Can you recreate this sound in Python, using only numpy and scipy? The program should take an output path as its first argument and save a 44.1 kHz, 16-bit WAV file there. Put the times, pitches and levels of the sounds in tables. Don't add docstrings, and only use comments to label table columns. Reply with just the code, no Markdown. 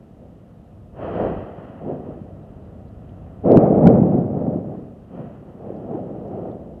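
import sys
import numpy as np
from scipy import signal
from scipy.fft import rfft, irfft
from scipy.io import wavfile
from scipy.ndimage import uniform_filter1d

SR = 44100
rng = np.random.default_rng(int(sys.argv[2]) if len(sys.argv) > 2 else 0)


def bounce(signal):
    frames = np.transpose(np.atleast_2d(signal))
    limited = np.clip(frames, -1, 1)
    pcm = np.round(limited * 32767).astype(np.int16)
    wavfile.write(sys.argv[1], SR, pcm)


N = 299880
T = np.arange(N) / SR

# frequency in Hz, relative density in dB per Hz.
AIR_SPECTRUM = [(20, -17), (42, -3), (70, 0), (150, -3.5), (400, -24), (1000, -38), (3000, -36),
                (4500, -44.5), (7000, -46), (13000, -48.5)]
AIR_DB = -53.5
# start in seconds, level in dB before the common trim, centre frequency in Hz.
CINDER_TICKS = [(2.4229, -67, 3930), (2.6504, -68, 4500), (2.8779, -66, 4120), (3.0894, -57, 3080),
                (5.7618, -65, 4500), (6.1968, -69, 4400), (6.2766, -68, 5850), (6.5101, -61, 3500)]
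# time in seconds, level in dB.
CHURN_LEVEL = [(0, -52.5), (0.7, -47.5), (1.36, -34), (1.55, -50), (2.3, -42.5), (3.2, -40), (3.9, -35),
               (4.25, -47.5), (5.2, -51), (6.8, -45)]
# frequency in Hz, relative density in dB per Hz.
RUMBLE_SPECTRUM = [(20, -21), (45, -3), (70, 2.5), (100, 3.5), (125, -2.5), (170, -5), (400, -39)]
SPRAY_SPECTRUM = [(480, -3.5), (660, 4.5), (830, -5), (1080, -8.5), (1270, -8), (1550, -16), (1950, -18),
                  (2200, -28), (2600, -23), (3150, -25.5), (3550, -43), (4500, -47), (6500, -60),
                  (10000, -81)]
BOOM_SPECTRUM = [(60, -25), (105, -5), (140, -1), (195, 1), (250, -2.5), (320, -8), (500, -29.5)]
ROAR_SPECTRUM = [(150, -28.5), (290, -2.5), (390, 0), (500, -0.5), (570, -2), (660, -3.5), (760, -8),
                 (880, -19), (1080, -26.5), (1270, -29.5), (1600, -41), (2200, -47.5), (3000, -58.5),
                 (3800, -68.5)]
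# time of full strength in seconds, rise in seconds, hold in seconds,
# roar of small eddies in dB, boom of large eddies in dB, spray in dB.
GAS_SURGES = [(0.234, .046, .02, -50, -47.5, -77), (1.059, 0.073, .11, -31, -36, -35),
              (1.231, 0.072, 0.023, -23, -26.5, -33.5), (1.59, 0.038, .25, -50, -43.5, -47.5),
              (1.889, 0.057, 0.022, -28.5, -30.5, -50), (2.085, .035, 0.024, -37.5, -38, -53.5),
              (2.436, 0.32, 0.39, -50, -46, -58.5), (3.084, 0.24, 0.36, -51.5, -46.5, -56.5),
              (3.471, 0.025, .32, -17.5, -17.5, -54), (3.524, 0.039, 0.032, -12, -21, -52),
              (3.872, 0.05, 0.022, -11.5, -10, -52.5), (4.0, 0.042, 0.19, -25, -19, -56),
              (4.369, .08, .18, -28.5, -25.5, -62.5), (4.686, .04, .06, -37.5, -33.5, -55),
              (5.192, 0.07, 0.018, -38, -33.5, -46), (5.47, 0.1, 0.09, -48, -45.5, -58.5),
              (5.678, 0.084, 0.19, -37, -37, -55), (5.942, 0.057, 0.014, -29, -31, -54),
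              (6.117, 0.17, .2, -35.5, -37, -56), (6.37, 0.08, .13, -32.5, -35, -55),
              (6.67, 0.11, 0.095, -43.5, -43.5, -67)]
# time of the crest in seconds, peak in dB, centre frequency in Hz.
SLUG_BURSTS = [(1.202, -10.5, 560), (1.251, -11, 560), (1.876, -20.5, 302), (1.896, -17.5, 392),
               (2.09, -23, 348), (2.218, -23, 170), (3.461, -7.5, 450), (3.505, .15, 380),
               (3.520, .35, 420), (3.564, .45, 240), (3.573, 2.6, 300), (3.580, .7, 200), (3.854, .15, 190),
               (3.871, 3.2, 215), (3.876, 3.2, 215), (3.882, .15, 230), (4.023, -2, 186), (4.153, -6, 270),
               (4.483, -9, 220), (4.561, -10, 260), (5.705, -17.5, 400), (5.948, -17.5, 298)]

IDLE_ROAR_DB, IDLE_BOOM_DB, IDLE_SPRAY_DB = -54.5, -48, -60
ROAR_FALL_DB_PER_S, BOOM_FALL_DB_PER_S, SPRAY_FALL_DB_PER_S = 127, 79.5, 47
TAIL_DB, TAIL_FALL_DB_PER_S = -8, 37.5
EDGE_HZ = 13750


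def gain_of(db):
    return 10 ** (np.asarray(db) / 20)


def evened(x):
    return x / np.sqrt(np.mean(x ** 2) + 1e-20)


def coloured(x, spectrum):
    f, db = np.transpose(spectrum)
    hz = np.fft.rfftfreq(N, 1 / SR) + 1
    octaves_above = np.log2(np.maximum(hz / f[-1], 1))
    octaves_below = np.log2(np.maximum(f[0] / hz, 1))
    skirt_db = -40 * (octaves_above + octaves_below)
    curve_db = np.interp(np.log(hz), np.log(f), db)
    return evened(irfft(rfft(x) * gain_of(curve_db + skirt_db), N))


def turbulence(spectrum, lumpy_db, steady_s):
    lumps = evened(uniform_filter1d(rng.standard_normal(N), size=300))
    lumpy_noise = rng.standard_normal(N) * gain_of(lumpy_db * lumps)
    x = coloured(lumpy_noise, spectrum)
    width = max(int(steady_s * SR), 2)
    power = uniform_filter1d(uniform_filter1d(x ** 2, width), width)
    return x / np.sqrt(abs(power) + 1e-9)


def strength(levels_db, idle_db, fall_db_per_s):
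    power = np.full(N, gain_of(idle_db) ** 2)
    for (s, rise_s, hold_s, *_), db in zip(GAS_SURGES, levels_db):
        swell = np.exp(-(np.minimum(T - s, 0) / rise_s) ** 2)
        spent_s = np.maximum(T - s - hold_s, 0)
        direct = gain_of(db - fall_db_per_s * spent_s)
        tail = gain_of(db + TAIL_DB - TAIL_FALL_DB_PER_S * spent_s)
        power += swell ** 2 * (direct ** 2 + tail ** 2)
    return np.sqrt(power)


def air_floor():
    return gain_of(AIR_DB) * coloured(rng.standard_normal(N), AIR_SPECTRUM)


def ticks(decay_s=0.0039, trim_db=-8):
    out = np.zeros(N)
    for s, db, hz in CINDER_TICKS:
        age = np.maximum(T - s, 0) / decay_s
        envelope = age * np.exp(1 - age)
        band = [(hz / 2, -12), (hz * 0.67, -10), (hz, 0), (hz * 1.3, -14)]
        scratch = coloured(rng.standard_normal(N), band)
        out += gain_of(db + trim_db) * envelope * scratch
    return out


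def rumble():
    s, db = np.transpose(CHURN_LEVEL)
    return gain_of(np.interp(T, s, db)) * turbulence(RUMBLE_SPECTRUM, lumpy_db=-1.0, steady_s=0.17)


def spray():
    *_, spray_db = np.transpose(GAS_SURGES)
    level = strength(spray_db, IDLE_SPRAY_DB, SPRAY_FALL_DB_PER_S)
    return level * turbulence(SPRAY_SPECTRUM, lumpy_db=0.6, steady_s=.06)


def jet(ceiling=0.93):
    *_, roar_db, boom_db, _ = np.transpose(GAS_SURGES)
    boom_level = strength(boom_db, IDLE_BOOM_DB, BOOM_FALL_DB_PER_S)
    boom = boom_level * turbulence(BOOM_SPECTRUM, lumpy_db=2.5, steady_s=0.055)
    roar_level = strength(roar_db, IDLE_ROAR_DB, ROAR_FALL_DB_PER_S)
    roar = roar_level * turbulence(ROAR_SPECTRUM, lumpy_db=1.5, steady_s=0.045)
    pressure = boom + roar
    limited = pressure / (1 + (pressure / ceiling) ** 4) ** (1 / 4)
    worn = pressure - limited
    return pressure - uniform_filter1d(uniform_filter1d(worn, size=25), size=25)


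def with_bursts(flow):
    fronts, share = np.zeros(N), np.ones(N)
    for s, db, hz in SLUG_BURSTS:
        near = abs(T - s) < .03
        turns = (T[near] - s) * hz
        window = np.exp(-(turns / .68) ** 2)
        fronts[near] += gain_of(db) * np.cos(2 * np.pi * turns) * window
        share[near] *= 1 - window
    return share * flow + fronts


def scene():
    background = air_floor() + ticks() + rumble()
    return (background + spray() + with_bursts(jet()))[None]


def record(dry):
    held = np.clip(dry, -1, 1)
    folded = held - .45 * (dry - held)
    low_pass = signal.firwin(511, EDGE_HZ, window=("kaiser", 9), fs=SR)
    return signal.oaconvolve(folded, low_pass[None], "same")


dry = scene()
out = record(dry)
bounce(out)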